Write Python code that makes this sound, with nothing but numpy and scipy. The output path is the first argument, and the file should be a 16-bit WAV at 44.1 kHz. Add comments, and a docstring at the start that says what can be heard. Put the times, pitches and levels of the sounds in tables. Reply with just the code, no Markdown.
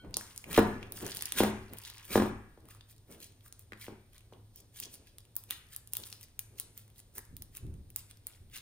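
"""Two hands work wet slime in a glass bowl on a table, close to a stereo microphone in a small room.
The bowl still rings from a touch at the start; in the first seconds come three hard squeezes,
each a swelling fizz of tiny bubbles, then a run of plops, big pockets whose notes dive in pitch.
Lighter squeezes follow to the end, noise bursts over ringing grains that shed a few tiny snaps.
Sticky crackle, soft handling noise, room air and a low hum are shaped from random noise."""
import sys
import numpy as np
from scipy import signal
from scipy.fft import rfft, irfft, next_fast_len
from scipy.io import wavfile

SR = 44100
rng = np.random.default_rng(int(sys.argv[2]) if len(sys.argv) > 2 else 0)


def wav_record(signal):
    """Record a signal, one row per channel, as 16-bit PCM in the file named by sys.argv[1]."""
    frames = np.transpose(np.atleast_2d(signal))
    bounded = np.clip(frames, -1, 1)
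    # unit amplitude maps onto the largest positive 16-bit level
    quanta = np.round(bounded * 32767).astype(np.int16)
    wavfile.write(sys.argv[1], SR, quanta)


N = 379701
TIME = np.arange(N) / SR   # s

# Squishes, air forced through the slime. Each row: fullest moment in seconds, fade in seconds,
# fizz level in dB, gurgle level in dB, gurgle pitch in Hz; the levels are ahead of the trims.
SQUEEZES = [(0.189, 0.39, -59.5, -62.5, 2400), (.515, 0.12, -45, -48, 2470),
            (0.569, 0.02, -42.5, -33, 2660), (0.969, 0.066, -48, -58, 4980),
            (1.065, 0.064, -52, -52.5, 2890), (1.17, 0.046, -47, -59, 3460),
            (1.388, 0.062, -32, -32.5, 2870), (1.744, 0.021, -61, -59.5, 3000),
            (1.871, 0.033, -55, -50.5, 4760), (2.052, 0.098, -55.5, -60, 3550),
            (2.13, 0.084, -37, -37, 2810), (2.709, .05, -56.5, -60, 2450),
            (2.912, 0.018, -56.5, -64.5, 4440), (3.123, 0.032, -54, -59.5, 2880),
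            (3.229, 0.043, -52, -56, 4200), (3.463, 0.022, -56.5, -67.5, 1930),
            (3.614, 0.022, -61, -70, 3960), (3.822, 0.051, -49, -50.5, 3200),
            (4.155, 0.026, -63, -61.5, 2730), (4.584, 0.023, -58.5, -57.5, 5360),
            (4.775, 0.03, -51, -54, 4000), (4.835, 0.023, -49, -46.5, 5280),
            (4.942, 0.022, -49.5, -57.5, 5300), (5.078, 0.024, -65, -60, 3830),
            (5.524, 0.043, -48.5, -48.5, 3474), (5.735, 0.02, -51, -54, 3400),
            (5.985, .05, -52.5, -67, 4400), (6.07, 0.019, -52.5, -57, 3360),
            (6.131, 0.044, -59.5, -62, 4520), (6.237, 0.013, -53.5, -56.5, 4700),
            (6.606, 0.012, -47, -52, 4670), (6.781, 0.05, -56, -64.5, 3320),
            (6.994, 0.011, -53.5, -61, 4200), (7.179, .016, -46, -60, 2060),
            (7.568, .012, -49.5, -55.5, 3000), (7.993, 0.02, -50, -56, 3590),
            (8.106, 0.014, -61, -63, 2980), (8.56, 0.026, -45, -45, 3170)]
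# Stretches of kneading with a steady crackle. Each row: start in seconds, end in seconds,
# film level in dB, cavity level in dB; the levels are ahead of the trims.
KNEADING = [(0.219, 0.316, -70, -64), (0.721, .88, -79.5, -68), (0.981, 1.288, -53, -53.5),
            (1.559, 1.701, -74.5, -68.5), (1.761, 2.018, -60, -58.5), (5.95, 6.12, -57, -85),
            (8.279, 8.356, -73, -68.5)]

# a move of the hands changes by EDGE_DB over its swell time and again over its fade time
EDGE_DB, SQUEEZE_SWELL_S = -12.5, 0.026


def from_db(db):
    """Decibels to gain."""
    return 10 ** (np.asarray(db) / 20)


def rms_one(x):
    """Scale to unit rms."""
    return x / np.sqrt(np.mean(x ** 2) + 1e-20)


def at_hz(points, hz):
    """Read a table on a log-frequency axis."""
    points = np.array(points)
    return np.interp(np.log(np.maximum(hz, 1)), np.log(points[:, 0]), points[:, 1])


def add(out, s, sound):
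    """Mix a sound in at a time in seconds."""
    i = max(round(s * SR), 0)
    out[..., i:i + sound.shape[-1]] += sound[..., :max(N - i, 0)]


def coloured(x, spectrum):
    """Give a noise a smooth spectrum; rms 1."""
    size = next_fast_len(N)
    gain = from_db(at_hz(spectrum, np.fft.rfftfreq(size, 1 / SR)))
    return rms_one(irfft(rfft(x, size) * gain, size)[..., :N])


def diffuse(size):
    """Stereo white noise from all around: mid and side noise mixed by how alike the channels are."""
    # Likeness of left and right. Each row: frequency in Hz, likeness from 0 to 1.
    likeness = [(100, 0.93), (300, 0.93), (600, .65), (1200, 0.2), (2500, 0), (4000, 0.5), (7500, 0.78),
                (9500, 0.7), (15000, 1)]
    mid, side = rfft(rng.standard_normal((2, size)))
    alike = np.clip(at_hz(likeness, np.fft.rfftfreq(size, 1 / SR)), 0, 1)
    shared = np.sqrt((1 + alike) / 2) * mid
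    opposed = np.sqrt((1 - alike) / 2) * side * [[1], [-1]]
    return irfft(shared + opposed, size)


def resonance(x, hz, width_hz):
    """Two-pole resonance with gain 1 on top."""
    r = np.exp(-np.pi * width_hz / SR)
    zeros = np.array([1, 0, -1]) * (1 - r * r) / 2
    poles = [1, -2 * r * np.cos(2 * np.pi * hz / SR), r * r]
    return signal.lfilter(zeros, poles, x + 1e-18)


def drift(rate):
    """Random wander around 0: normal draws at so many points per second, joined by straight lines."""
    return np.interp(TIME * rate, np.arange(4096), rng.standard_normal(4096))


def clicks(size, per_s, spread_db):
    """Random clicks of uneven strength and either sign."""
    born = rng.random(size) < per_s / SR
    strength = from_db(spread_db * np.minimum(rng.exponential(1, size), 3.5))
    return born * strength * rng.choice([-1, 1], size)


def grains(size, centre_hz, span, per_s, spread_db, q, count):
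    """Tiny bubbles ring briefly at pitches spread around the centre, the outer ones weaker; rms 1."""
    hits = clicks(size, per_s, spread_db)
    dealt = rng.integers(0, count, size)   # which pitch each hit excites
    places = np.linspace(-1, 1, count) + rng.normal(0, 1 / count, count)
    pitches = np.minimum(centre_hz * span ** places, SR * .45)
    total = np.zeros(size)
    for k, hz in enumerate(pitches):
        ringing = resonance(hits * (dealt == k), hz, hz / q)
        total += ringing * np.exp(-places[k] ** 2) / np.sqrt(hz)
    return rms_one(total)


def surge(t, swell_s, fade_s):
    """Level in dB of one move of the hands, fullest at t = 0."""
    return EDGE_DB * np.maximum(-t / max(swell_s, .005), t / max(fade_s, .005))


def moves(rows, swell_s):
    """Gain of a series of moves; the strongest at each moment leads."""
    levels = [db + surge(TIME - s, swell_s, fade_s) for s, fade_s, db in rows]
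    return from_db(np.max(levels, axis=0))


def background(air_db=-1):
    """Faint room air, noise from all around, and a low hum wavering as noise in a narrow resonance."""
    # Colour of the room air. Each row: frequency in Hz, relative level in dB.
    air_colour = [(12, -32), (20, -0.5), (107, -1), (163, -12.5), (434, -17.5), (1260, -31), (1960, -32.5),
                  (2910, -32.5), (3630, -28), (7520, -35.5), (8890, -26.5), (10800, -35), (12100, -42),
                  (14300, -29), (16000, -43)]
    hum = rms_one(resonance(rng.standard_normal(N + SR), hz=104.6, width_hz=3)[SR:])   # already settled
    air = coloured(diffuse(next_fast_len(N)), air_colour)
    return from_db(-62 + air_db) * air + from_db(-63.5) * hum


def bowl():
    """The glass bowl still rings from a touch: a few sine modes fade out from the start."""
    # Glass modes. Each row: pitch in Hz, starting level in dB, 60 dB decay time in seconds.
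    glass_modes = [(1480, -59, .4), (2250, -68, .25), (3170, -57.5, 0.21), (4200, -67, .3)]
    return sum(from_db(db - 60 * TIME / t60) * np.sin(2 * np.pi * hz * TIME) for hz, db, t60 in glass_modes)


def handling(palms_db=-1.5, arms_db=-1, lumps_db=3):
    """The soft mass shifts in lumps under the palms, and the arms lean on the table with a dull rumble."""
    # Palms pressing. Each row: fullest moment in seconds, fade in seconds, level in dB ahead of the trim.
    presses = [(.05, 0.2, -51), (.49, 0.47, -43.5), (1.03, 0.15, -43), (1.37, .05, -44.5),
               (1.73, 0.043, -48.5), (2.12, 0.077, -43), (2.65, .15, -62), (3.11, 0.16, -53),
               (3.73, .06, -60), (3.92, 0.042, -48), (4.36, 0.049, -53.5), (4.6, 0.077, -62),
               (4.82, 0.34, -60), (5.52, .03, -57), (5.98, 0.21, -60), (6.52, 0.43, -64), (7.18, .03, -53),
               (7.65, 0.18, -61)]
    # Arms leaning. 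Each row: fullest moment in seconds, fade in seconds, level in dB ahead of the trim.
    leans = [(.07, 0.12, -47), (.61, .1, -46.5), (1.43, .08, -48), (2.18, 0.066, -40.5), (7.33, 0.2, -47.5),
             (7.65, 0.19, -39), (8.42, 0.27, -55.5)]
    # Colours of the two noises. Each row: frequency in Hz, relative level in dB.
    palm_colour = [(30, -9.5), (60, -0.5), (100, -3.5), (200, 0), (400, -1.5), (600, -9.5), (1200, -17.5),
                   (3000, -28.5), (9000, -69.5)]
    arm_colour = [(22, 2.5), (45, 5), (75, 9), (130, 2.5), (220, -7), (400, -12.5), (600, -35.5),
                  (1500, -71.5)]
    palms = from_db(palms_db + lumps_db * drift(45)) * moves(presses, swell_s=0.031)
    arms = from_db(arms_db) * moves(leans, swell_s=0.041)
    shifting = palms * coloured(diffuse(next_fast_len(N)), palm_colour)
    rumble = arms * coloured(diffuse(next_fast_len(N)), arm_colour)
    return shifting + rumble


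def crackle(film_db=-1, cavity_db=-1, edge_s=0.04):
    """While the fists knead, sticky surfaces part in a mist of tiny snaps and hollow ticks."""
    out = np.zeros(N)
    for start, end, high_db, low_db in KNEADING:
        t = np.arange(start - 2 * edge_s, end + 2 * edge_s, 1 / SR)
        outside = t - np.clip(t, start, end)   # 0 while the grip is full
        grip = from_db(surge(outside, edge_s, edge_s))
        high = grains(len(t), 11500, span=3.2, per_s=170, spread_db=2, q=1.1, count=6)
        low = grains(len(t), 3170, span=3.8, per_s=220, spread_db=1.5, q=5.4, count=14)
        add(out, t[0], grip * (from_db(film_db + high_db) * high + from_db(cavity_db + low_db) * low))
    return out


def scattered(count, start, end, film_db, cavity_db, hz):
    """Snaps at random moments of a stretch, scattered around a typical level and pitch."""
    scatter_db, film_octaves, cavity_octaves = 3.5, 0.15, 0.51
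    moments = rng.random(count)
    chances = np.clip(rng.standard_normal((count, 4)), -2, 2)
    return [(start + when * (end - start),
             film_db + scatter_db * film, 11300 * 2 ** (film_octaves * bright),
             cavity_db + scatter_db * cavity, hz * 2 ** (cavity_octaves * small))
            for when, (film, bright, cavity, small) in zip(moments, chances)]


def faint_snaps():
    """Bubbles give way now and then by themselves, a few with every squeeze and more under kneading."""
    stray_hz = 3700   # typical cavity pitch
    rows = scattered(count=50, start=0, end=N / SR, film_db=-59, cavity_db=-62.5, hz=stray_hz)
    for fullest, fade, fizz_db, gurgle_db, hz in SQUEEZES:
        rows += scattered(count=3, start=fullest - SQUEEZE_SWELL_S, end=fullest + fade,
                          film_db=fizz_db + 3, cavity_db=gurgle_db + 2, hz=hz)
    for start, end, high_db, low_db in KNEADING:
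        rows += scattered(count=10, start=start, end=end,
                          film_db=high_db + 8, cavity_db=low_db + 8, hz=stray_hz)
    return rows


def per_ms(x):
    """Scale each channel so that its whole energy, packed into 1 ms, has rms 1."""
    return x / np.sqrt(np.sum(x ** 2, axis=-1, keepdims=True) * 1000 / SR)


def snaps(film_s=.00005, spray_s=0.001, spray_db=-16, cavity_cycles=1.3, opening_cycles=0.25,
          film_db=0, cavity_db=-1, pan_db=-0.53, wet_db=-15, wet_s=.0028):
    """A film breaks with a very short snap and some spray; the cavity behind it rings a few ragged cycles."""
    # The louder bubbles. Each row: start in seconds, film level in dB, film pitch in Hz,
    # cavity level in dB, cavity pitch in Hz; the levels are over 1 ms, ahead of trim, pan and low cut.
    loud_snaps = [(0.1419, -44.5, 10500, -26.5, 5040), (.169, -21, 9900, -27, 6250),
                  (0.2106, -43, 13000, -37, 1620), (.3618, -40, 10000, -50, 4800),
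                  (0.3776, -31.5, 9350, -48, 6400), (.4418, -48, 10500, -36.5, 2300),
                  (0.53, -29.5, 11600, -35.5, 2880), (0.5757, -25, 12200, -44, 4200),
                  (0.5931, -27, 12900, -21.5, 1480), (0.829, -63, 11800, -35.5, 2560),
                  (.9219, -30.5, 13400, -43, 4000), (.972, -38, 12700, -49, 5200),
                  (1.0648, -32.5, 10600, -33, 6000), (1.1185, -44, 10500, -32, 4540),
                  (1.149, -33, 11900, -44, 4670), (1.17, -30, 12500, -36, 4730),
                  (1.2096, -39, 10000, -35, 5200), (1.2232, -25, 10500, -32, 3700),
                  (1.2565, -27.5, 10700, -29.5, 5160), (1.3219, -23, 10500, -29, 3550),
                  (1.397, -38, 9800, -41, 3230), (1.7351, -37, 13500, -43, 2460),
                  (1.7858, -35.5, 11870, -49, 5200), (1.8502, -50, 9950, -37.5, 3800),
                  (1.9004, -39.5, 12400, -42, 4500), (2.0525, -41, 13500, -58, 2760),
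                  (2.809, -67, 9130, -45.5, 3570), (3.462, -61, 9400, -52, 1582),
                  (3.5255, -40, 9200, -61.5, 5575), (3.5936, -43, 12250, -70, 6030),
                  (3.7213, -60.5, 10050, -35.5, 1700), (3.7327, -68, 10100, -37, 1920),
                  (3.866, -67, 11300, -44, 2610), (4.181, -49.5, 9480, -53, 3730),
                  (4.335, -66.5, 9480, -52, 3090), (4.5597, -41.5, 13440, -68, 5050),
                  (4.801, -28.5, 13500, -38, 5970), (4.837, -48.5, 11100, -34.5, 5400),
                  (5.184, -40.5, 11800, -48, 3645), (5.355, -40, 13350, -66, 4700),
                  (5.3651, -21, 14440, -49.5, 5920), (5.438, -43, 12600, -57, 3690),
                  (5.504, -39, 12500, -43.5, 2820), (5.508, -23.5, 12240, -27.5, 3450),
                  (5.7632, -29, 11980, -46.5, 5200), (5.8742, -42.5, 11500, -71, 3900),
                  (5.935, -23.5, 12000, -42, 2970), (5.9529, -34, 11300, -39.5, 3800),
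                  (5.969, -23, 13000, -36, 3630), (6.037, -54, 9600, -35.5, 3760),
                  (6.127, -39, 10680, -35, 4530), (6.3924, -25, 12960, -38, 3280),
                  (6.599, -25, 11600, -53.5, 5570), (6.777, -36.5, 13440, -52.5, 4010),
                  (7.182, -29.5, 12340, -42, 1820), (7.1907, -41, 12100, -48.5, 1810),
                  (7.3669, -36.5, 12800, -49, 4940), (7.422, -34.5, 12750, -45, 5640),
                  (7.57, -33.5, 11900, -58, 4450), (7.903, -46, 12450, -55.5, 2320),
                  (7.9615, -23, 12560, -59, 6040), (8.1114, -45, 9740, -48.5, 3460),
                  (8.2692, -28.5, 12050, -46.5, 4230)]
    out, t = np.zeros((2, N)), np.arange(SR // 100) / SR
    for s, snap_db, snap_hz, hollow_db, hollow_hz in [*loud_snaps, *faint_snaps()]:
        spray = rms_one(resonance(rng.standard_normal((2, len(t))), snap_hz, 7400)) * np.exp(-t / spray_s)
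        pulse = t / film_s * np.exp(1 - t / film_s)
        film = pulse * np.sin(2 * np.pi * snap_hz * t) + from_db(spray_db) * spray

        paths = rng.normal(0, 1.0, (2, 1))   # radians; the hands shade each port differently
        cavity = np.exp(-t * hollow_hz / cavity_cycles) * np.sin(2 * np.pi * hollow_hz * t + paths)
        peeling = resonance(rng.standard_normal((2, len(t))), hollow_hz, hollow_hz * 0.36)
        wet = rms_one(peeling) * np.exp(-t / wet_s)   # its walls peel apart
        opening = 1 - np.exp(-t * hollow_hz / opening_cycles)   # it takes part of a cycle to open
        cavity = (cavity + from_db(wet_db) * wet) * opening

        place = from_db(pan_db * rng.standard_normal() * np.array([[1], [-1]]))
        film = from_db(snap_db + film_db) * per_ms(film)
        cavity = from_db(hollow_db + cavity_db) * per_ms(cavity)
        add(out, s, place * (film + cavity))
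    # bubbles this small radiate no bass
    return signal.sosfilt(signal.butter(2, 500, "high", fs=SR, output="sos"), out + 1e-18)


def squishes(fizz_db=-2.0, gurgle_db=-2.0, flutter_db=2):
    """Small bubbles break under pressure: bright fizz over hollow gurgle, swelling and dying together."""
    # Colour of the fizz. Each row: frequency in Hz, relative level in dB.
    fizz_colour = [(500, -26.5), (2000, -15.5), (4000, -8), (7000, -1), (9500, 3.5), (12000, -5),
                   (14500, 5.5), (17000, -13.5)]
    fizz, gurgle = np.zeros(N), np.zeros(N)
    for fullest, fade, high_db, low_db, hz in SQUEEZES:
        t = np.arange(-2 * SQUEEZE_SWELL_S, 2 * fade, 1 / SR)
        pressure = from_db(surge(t, SQUEEZE_SWELL_S, fade))
        bubbles = grains(len(t), hz, span=2.4, per_s=1800, spread_db=1.5, q=14, count=14)
        add(fizz, fullest + t[0], pressure * from_db(high_db + fizz_db))
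        add(gurgle, fullest + t[0], pressure * from_db(low_db + gurgle_db) * bubbles)
    # so far the fizz is only a gain; it opens on a steady run of clicks
    fizz = fizz * coloured(clicks(N, per_s=3300, spread_db=2.0), fizz_colour)
    return (fizz + gurgle) * from_db(flutter_db * drift(130))


def plops(start_ratio=5.76, fall_cycles=0.28, swell_cycles=0.84, ring_cycles=0.37,
          tear_db=-16, tear_hz=1600, puff_db=-15, puff_hz=95):
    """A pocket tears open: its note dives within two or three cycles, with a little rasp and a low puff."""
    # Air pockets bursting. Each row: start in seconds, level of the note in dB, pitch it falls to in Hz.
    pockets = [(0.047, -45, 380), (.169, -37.5, 423.5), (.5774, -10.5, 368), (0.5843, -13, 394),
               (0.5882, -13, 303), (1.4036, -14, 340), (1.4333, -17.5, 335), (1.4477, -22.5, 410),
               (2.1556, -12, 376), (2.1750, -16.5, 301), (2.1980, -21, 320), (2.2204, -22, 326),
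               (2.2281, -30, 333), (2.2570, -31, 366), (2.575, -49, 385), (3.7213, -46, 320),
               (3.8813, -36.5, 358), (4.324, -45.5, 420)]
    out, t = np.zeros(N), np.arange(SR // 25) / SR
    for s, db, hz in pockets:
        age = t * hz   # in cycles of the final pitch
        turns = age + (start_ratio - 1) * fall_cycles * (1 - np.exp(-age / fall_cycles))
        rise = age / swell_cycles
        swell = (1 - np.exp(-rise * 2.6)) / (1 + np.exp(np.minimum((rise - 1.9) / ring_cycles, 20)))
        swell = swell / swell.max()
        rasp = rms_one(resonance(rng.standard_normal(len(t)), tear_hz, 870))
        puff = np.sin(2 * np.pi * puff_hz * t) * np.exp(-t * puff_hz * 1.9)
        note = swell * (np.sin(2 * np.pi * turns) + from_db(tear_db) * rasp)
        add(out, s, from_db(db) * (note + from_db(puff_db) * puff))
    return out


def room(x, wet_db=-1, modes_db=-54, gap_s=0.00066, build_s=0.001):
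    """A diffuse tail that dies at its own pace in each band, and a few low resonances that ring on."""
    # Colour of the tail. Each row: frequency in Hz, level in dB ahead of the trim.
    tail_colour = [(40, 7), (100, 3.5), (250, 4), (500, -6.5), (700, -2), (1000, 3), (2000, -3.5),
                   (4000, -1.5), (8000, -7.5), (15000, -8)]
    # Decay of the tail. Each row: frequency in Hz, 60 dB decay time in seconds.
    tail_decay = [(60, 0.99), (250, 0.47), (700, 0.39), (2000, 0.76), (5000, 0.17), (10000, 0.69),
                  (16000, 0.087)]
    # Low resonances of bowl, table and room. Each row: pitch in Hz, level in dB ahead of the trim,
    # 60 dB decay time in seconds.
    low_modes = [(106, 4, .6), (148, -10.5, 0.25), (210.95, 14, .42), (275, -6.5, 0.24),
                 (318.5, -6.5, 0.55), (377.7, -2, 0.5), (593, -8.5, 0.22), (816, -13.5, 0.23),
                 (857, -6.5, 0.49), (948, -12, .5), (1144, -4.5, .5), (1234, -12, 0.55), (1370, -10, .45),
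                 (1730, -14, .55)]
    size = SR
    t, hz = np.arange(size) / SR, np.fft.rfftfreq(size, 1 / SR)
    noise = rfft(diffuse(size)) * from_db(at_hz(tail_colour, hz) + wet_db)
    centres, tail = np.geomspace(60, 16000, 9), 0
    for centre, share in zip(centres, np.eye(len(centres))):
        build = 1 - np.exp(-np.maximum(t - gap_s, 0) / build_s)
        fade = from_db(-60 * t / at_hz(tail_decay, centre)) * build
        band = irfft(noise * at_hz(np.c_[centres, share], hz), size)   # overlapping bands
        tail = tail + band * fade / np.sqrt(np.sum(fade ** 2))
    for mode_hz, db, t60 in low_modes:
        tail = tail + from_db(db + modes_db - 60 * t / t60) * np.cos(2 * np.pi * mode_hz * t)
    return signal.fftconvolve(x[None], tail, axes=1)[:, :N]


def scene():
    """The slime close by, its room, and the quiet behind it."""
    behind = bowl() + handling() + background()
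    slime = plops() + snaps() + squishes() + crackle()
    sides = from_db(0.8 * np.array([[1], [-1]]))   # the room answers a little louder on the left
    return slime + sides * room(slime.mean(axis=0)) + behind


def record(dry):
    """The left microphone port is shifted in phase against the right in the treble; the top is cut."""
    # Phase of the left port against the right. Each row: frequency in Hz, phase in radians.
    port_phase = [(0, 0), (1700, 0), (2700, 1.4), (4000, 1.75), (7000, 1.75), (8000, 2.1), (17000, -9.7)]
    size = next_fast_len(N + SR // 10)
    phase = np.interp(np.fft.rfftfreq(size, 1 / SR), *np.transpose(port_phase))
    left = irfft(rfft(dry[0], size) * np.exp(1j * phase), size)[:N]
    top_cut = signal.ellip(10, .3, 80, 16400, fs=SR, output="sos")
    return signal.sosfilt(top_cut, [left, dry[1]])


dry = scene()
out = record(dry)
wav_record(out)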